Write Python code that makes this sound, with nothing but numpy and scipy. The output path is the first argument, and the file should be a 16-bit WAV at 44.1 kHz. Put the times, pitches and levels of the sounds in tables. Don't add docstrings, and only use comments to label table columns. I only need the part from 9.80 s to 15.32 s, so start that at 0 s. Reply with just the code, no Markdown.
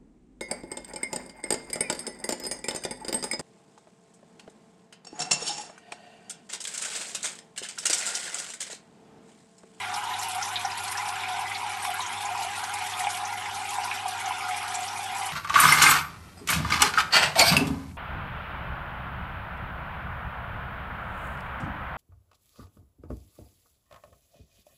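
import sys
import numpy as np
from scipy import signal
from scipy.fft import rfft, irfft, next_fast_len
from scipy.io import wavfile
from scipy.ndimage import uniform_filter1d, map_coordinates

SR = 44100
rng = np.random.default_rng(int(sys.argv[2]) if len(sys.argv) > 2 else 0)


def generate_wav(sig):
    pcm = np.round(np.clip(np.atleast_2d(sig).T, -1, 1) * 32767).astype(np.int16)
    wavfile.write(sys.argv[1], SR, pcm)


N = 243431
WAVER_RATE = 16


def amp(db):
    return 10 ** (np.asarray(db) / 20)


def unit(x):
    return x / np.sqrt(np.mean(x ** 2) + 1e-20)


def steady(x, seconds):
    power = np.abs(uniform_filter1d(x ** 2, max(int(seconds * SR), 1)))
    return x / np.sqrt(power + 1e-12)


def curve(rows):
    return np.interp(np.arange(N) / SR, *np.transpose(rows))


def wobble(rate):
    points = rng.standard_normal(int(N * rate / SR) + 4)
    return map_coordinates(points, [np.arange(N) * rate / SR])


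def along(points, hz):
    f, v = np.transpose(points)
    return np.interp(np.log(hz + 1), np.log(f), v)


def coloured(x, gain_db):
    size = 2 * next_fast_len(len(x) // 2 + 8192)
    log_gain = np.log(amp(gain_db(np.fft.rfftfreq(size, 1 / SR))))
    cepstrum = irfft(log_gain)
    cepstrum[1:size // 2] *= 2
    cepstrum[size // 2 + 1:] = 0
    response = np.exp(rfft(cepstrum))
    return irfft(rfft(x, size) * response)[:len(x)]


# centre in Hz, width in Hz, lift in dB at the centre.
TANK_RESONANCES = [(731.5, 35, 11), (783.6, 48, 6.5), (830, 42, 9), (927, 39, 7), (1004, 55, 8),
                   (1156, 59, 3), (1258, 29, 6), (1404, 50, 9), (1514, 43, 7), (1630, 34, 6), (1794, 30, 1),
                   (1930, 18, 0.5), (2036, 54, 4), (2168, 55, 4.5), (2253, 39, 7), (2419, 52, 5),
                   (2976, 35, 3.5), (3610, 22, 6)]


def tank_db(hz):
    return sum(db / (1 + (2 * (hz - centre) / width) ** 4) for centre, width, db in TANK_RESONANCES)


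def ring(t, hz, cycles, rise, attack=0.36):
    age = hz * t / cycles
    tone = np.sin(2 * np.pi * hz * t * (1 + rise * age / 2))
    return tone * np.exp(-age) * (1 - np.exp(-hz * t / attack))


def walls(t60, wet_db, build=0.0014):
    t = np.arange(SR // 5) / SR
    echo = rng.standard_normal(len(t)) * amp(-60 * t / t60) * (1 - np.exp(-t / build))
    echo *= amp(wet_db) / np.linalg.norm(echo)
    echo[0] = 1
    return echo / np.linalg.norm(echo)


def swarm(rate, centre_hz, octaves, cycles, spread_db, t60, wet_db, count=12):
    lowest_hz = np.min(centre_hz) * 2 ** (-octaves / 2)
    t = np.arange(int(6 * cycles / lowest_hz * SR)) / SR
    lead = SR // 5
    water = np.zeros(N)
    for spot in range(count):
        when, pitch, faintness = rng.random((int(rate * N / SR / count), 3)).T
        start = (when * N).astype(int)
        hz = np.broadcast_to(centre_hz, N)[start] * 2 ** (octaves * (pitch - .5))
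        gain = amp(-spread_db * np.log(0.043 + faintness))
        grains = gain[:, None] * ring(t, hz[:, None], cycles, rise=0.03)
        places = (start[:, None] + np.arange(len(t))) % N
        train = np.bincount(places.ravel(), grains.ravel(), N)
        echoed = signal.fftconvolve(np.pad(train, (lead, 0), "wrap"), walls(t60, wet_db))
        water += echoed[lead:][:N]
    return unit(water)


# frequency in Hz, strength in dB per Hz before the overall level is set.
ROOM_COLOUR = [(20, -24), (38, -25), (52, -10.5), (90, 0), (125, -4), (240, -1), (280, -5.5), (370, -0.5),
               (450, -9), (540, -5.5), (700, 2.5), (2000, -34.5), (12000, -15.5)]


def room():
    rumble = coloured(rng.standard_normal(N), lambda hz: along(ROOM_COLOUR, hz))
    return amp(-50.5) * unit(rumble)


# frequency in Hz, rms level in dB.
PUMP_TONES = [(100, -55.5), (200, -71.5), (400, -59)]


def pump():
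    t = np.arange(N) / SR
    hum = np.zeros(N)
    for hz, db in PUMP_TONES:
        hum += amp(db) * np.sqrt(2) * np.sin(2 * np.pi * (hz * t + rng.random()))
    return hum


# frequency in Hz, gain in dB before levelling.
FIZZ_COLOUR = [(1500, -67), (3500, -1.5), (4700, -5.5), (6500, -1), (8500, 3.5), (11000, 5), (12100, -1)]


def fizz():
    bubbles = swarm(rate=1300, centre_hz=7022, octaves=1.67, cycles=11.8, spread_db=4.5, t60=0.13, wet_db=3.5)
    return steady(coloured(bubbles, lambda hz: along(FIZZ_COLOUR, hz)), seconds=0.086)


# frequency in Hz, gain in dB before levelling.
TICK_COLOUR = [(550, -26.5), (1300, 1), (3000, -2), (7000, -2.5), (11000, 2), (12500, -7)]


def ticks():
    drops = swarm(rate=110, centre_hz=3850, octaves=1.85, cycles=0.62, spread_db=4.5, t60=0.089, wet_db=12.5)
    return steady(coloured(drops, lambda hz: along(TICK_COLOUR, hz)), seconds=0.06)


def patter(drop_rate=37, burst_s=0.014, burst_db=5.5):
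    when, size = rng.random((int(drop_rate * N / SR), 2)).T
    landings = np.bincount((when * N).astype(int), size, N)
    bursts = signal.lfilter([1], [1, -np.exp(-1 / (burst_s * SR))], landings)
    return unit(1 + amp(burst_db) * bursts)


# time in seconds, level in dB applied to the mix of fizz and ticks.
SPRAY_CURVE = [(0, -39), (0.25, -40), (0.45, -37.5), (0.9, -39.5), (1.18, -37.5), (1.36, -42),
               (1.65, -41.5), (2.03, -38), (2.4, -39.5), (2.9, -38), (3.25, -37.5), (3.58, -42.5),
               (3.82, -36.5), (4.2, -39.5), (4.6, -40.5), (4.84, -40.5), (4.97, -38), (5.5, -40)]


def spray():
    mix = amp(-4.0) * fizz() + amp(-6.5) * ticks()
    return amp(curve(SPRAY_CURVE)) * patter() * mix


# frequency in Hz, gain in dB before levelling.
SPLASH_COLOUR = [(500, -48.5), (900, 6.5), (1150, -4.5), (1700, -3), (2400, 2), (3600, 1), (4500, -7.5),
                 (7000, 2.5)]
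# time in seconds, level in dB before the random waver.
SPLASH_CURVE = [(0, -35.5), (0.4, -37), (0.77, -36.5), (1.0, -39), (1.2, -36), (1.45, -36), (1.98, -37),
                (2.12, -36), (2.4, -37.3), (2.95, -36.5), (3.35, -37), (3.97, -39), (4.1, -34.5),
                (4.22, -38.5), (4.52, -35.5), (4.84, -36.5), (5.0, -38.5), (5.5, -37)]


def splash(waver_db=0.5):
    bubbles = swarm(rate=1000, centre_hz=2449, octaves=2.51, cycles=6.6, spread_db=5.0, t60=0.23, wet_db=3)
    bubbles = coloured(bubbles, lambda hz: along(SPLASH_COLOUR, hz) + tank_db(hz))
    level_db = curve(SPLASH_CURVE) + waver_db * wobble(WAVER_RATE)
    return amp(level_db) * steady(bubbles, seconds=0.062)


# start in seconds, starting pitch in Hz, level in dB (all its energy counted within one short burst).
SINGLE_BUBBLES = [(0.037, 2260, -32), (0.141, 5320, -33), (0.337, 3750, -33.5), (0.392, 6940, -33),
                  (0.484, 10400, -35), (0.612, 1370, -31.5), (0.626, 5800, -28.5), (0.65, 5640, -35),
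                  (0.758, 3740, -26), (0.765, 3520, -28.5), (0.848, 770, -25), (0.85, 5740, -32.5),
                  (0.914, 4960, -36), (1.037, 10700, -35.5), (1.153, 1660, -31.5), (1.174, 5570, -31.5),
                  (1.181, 1000, -28), (1.2, 1950, -33), (1.29, 820, -29), (1.356, 2520, -36),
                  (1.436, 2340, -29), (1.49, 950, -31.5), (1.716, 2100, -31), (1.748, 4170, -32.5),
                  (2.024, 9100, -34), (2.05, 1060, -29.5), (2.139, 10800, -35.5), (2.143, 1530, -33),
                  (2.194, 970, -28.5), (2.204, 3780, -33), (2.217, 6300, -35.5), (2.263, 6420, -35),
                  (2.443, 765, -28.5), (2.452, 7000, -35), (2.551, 960, -26.5), (2.615, 810, -28.5),
                  (2.896, 1470, -30.5), (3.136, 3300, -33.5), (3.146, 920, -29.5), (3.198, 8080, -35),
                  (3.206, 1970, -31.5), (3.238, 960, -28.5), (3.243, 3340, -33.5), (3.268, 775, -22),
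                  (3.27, 2350, -29.5), (3.345, 3140, -34.5), (3.451, 6030, -34.5), (3.659, 2100, -31),
                  (3.891, 6760, -35.5), (3.984, 824, -27.5), (4.036, 5060, -35.5), (4.05, 960, -28),
                  (4.114, 2450, -27), (4.256, 764, -25), (4.28, 8960, -36), (4.458, 6100, -36),
                  (4.508, 960, -25.5), (4.686, 1290, -33.5), (4.712, 2380, -32), (4.84, 1190, -33.5),
                  (4.951, 7540, -30.5), (5.08, 5470, -34), (5.19, 800, -28), (5.456, 10270, -35.5)]
# frequency in Hz, gain in dB.
TANK_LOW_EDGE = [(480, -46), (650, -7.5), (720, -5)]


def plinks(cycles=2.7, rise=0.01, attack=0.61, t60=0.074, wet_db=1, wet_db_per_octave=4.0, drier=0.6,
           usual_db=-31, burst_s=0.0076):
    out, t = np.zeros(N + SR), np.arange(SR // 5) / SR
    for s, hz, db in SINGLE_BUBBLES:
        echo_db = wet_db + wet_db_per_octave * np.log2(hz / 2000)
        echo_db -= drier * (db - usual_db)
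        bubble = ring(t, hz, cycles, rise, attack)
        plink = signal.fftconvolve(bubble, walls(t60, echo_db))[:len(t)]
        plink = coloured(plink, lambda f: tank_db(f) + along(TANK_LOW_EDGE, f))
        gain = amp(db) * np.sqrt(burst_s * SR) / np.linalg.norm(plink)
        out[int(s * SR):][:len(t)] += gain * plink
    return out[:N]


# middle in seconds, length in seconds, level in dB before the waver, note in Hz that it pulls towards.
GULP_EVENTS = [(0.158, 0.084, -33.5, 873), (0.305, .12, -32.5, 869), (0.462, 0.054, -34, 834),
               (0.583, 0.062, -35, 817), (0.874, 0.062, -34.5, 837), (1.244, .08, -36.5, 930),
               (1.528, 0.085, -34.5, 817), (1.615, .08, -32, 845), (1.854, 0.074, -36, 822),
               (2.094, 0.042, -31, 803), (2.232, 0.092, -41, 965), (2.48, 0.11, -34.5, 795),
               (2.596, 0.14, -33.5, 817), (2.836, .04, -38, 830), (2.944, 0.046, -33.5, 767),
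               (3.023, 0.073, -35.5, 842), (3.244, 0.085, -31.5, 818), (3.437, 0.043, -33.5, 910),
               (3.527, 0.042, -33, 776), (3.685, 0.028, -39, 830), (3.792, 0.069, -38, 828),
               (3.988, 0.12, -34, 793), (4.268, 0.05, -36, 786), (4.367, 0.053, -36, 970),
               (4.47, 0.042, -32, 868), (4.722, 0.091, -31.5, 824), (4.977, 0.14, -38, 766),
               (5.25, 0.035, -37.5, 858), (5.402, .14, -35, 812)]


def gulping(simmer_db=-38, simmer_hz=834.7, drift_octaves=0.067):
    t = np.arange(N) / SR
    power = np.full(N, amp(simmer_db) ** 2)
    pull = power * simmer_hz
    for s, length, db, hz in GULP_EVENTS:
        gulp = amp(db) ** 2 * np.exp(-(2 * (t - s) / length) ** 2)
        power = power + gulp
        pull = pull + gulp * hz
    drift = 2 ** (drift_octaves * wobble(WAVER_RATE))
    return 10 * np.log10(power), pull / power * drift


# frequency in Hz, gain in dB before levelling.
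GURGLE_COLOUR = [(350, -62.5), (540, -12), (670, -5.5), (722, 3), (830, -0.5), (875, -7), (930, -0.5),
                 (1030, 0.5), (1150, -8), (1600, -21.5)]


def gurgle(waver_db=1.0):
    gulp_db, note_hz = gulping()
    bubbles = swarm(rate=130, centre_hz=note_hz, octaves=0.359, cycles=11.5, spread_db=1.5, t60=0.17, wet_db=-4)
    bubbles = coloured(bubbles, lambda hz: along(GURGLE_COLOUR, hz) + tank_db(hz))
    level_db = gulp_db + waver_db * wobble(WAVER_RATE)
    return amp(level_db) * steady(bubbles, seconds=0.031)


def scene():
    background = room() + pump()
    water = spray() + splash() + plinks() + gurgle()
    return (background + water)[None]


def record(dry, top_hz=12050, slope_hz=300):
    size = next_fast_len(N + SR // 2)
    hz = np.fft.rfftfreq(size, 1 / SR)
    gain = np.clip((top_hz - hz) / slope_hz + .5, 0, 1)
    return irfft(rfft(dry, size) * gain, size)[:, :N]


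dry = scene()
out = record(dry)
generate_wav(out)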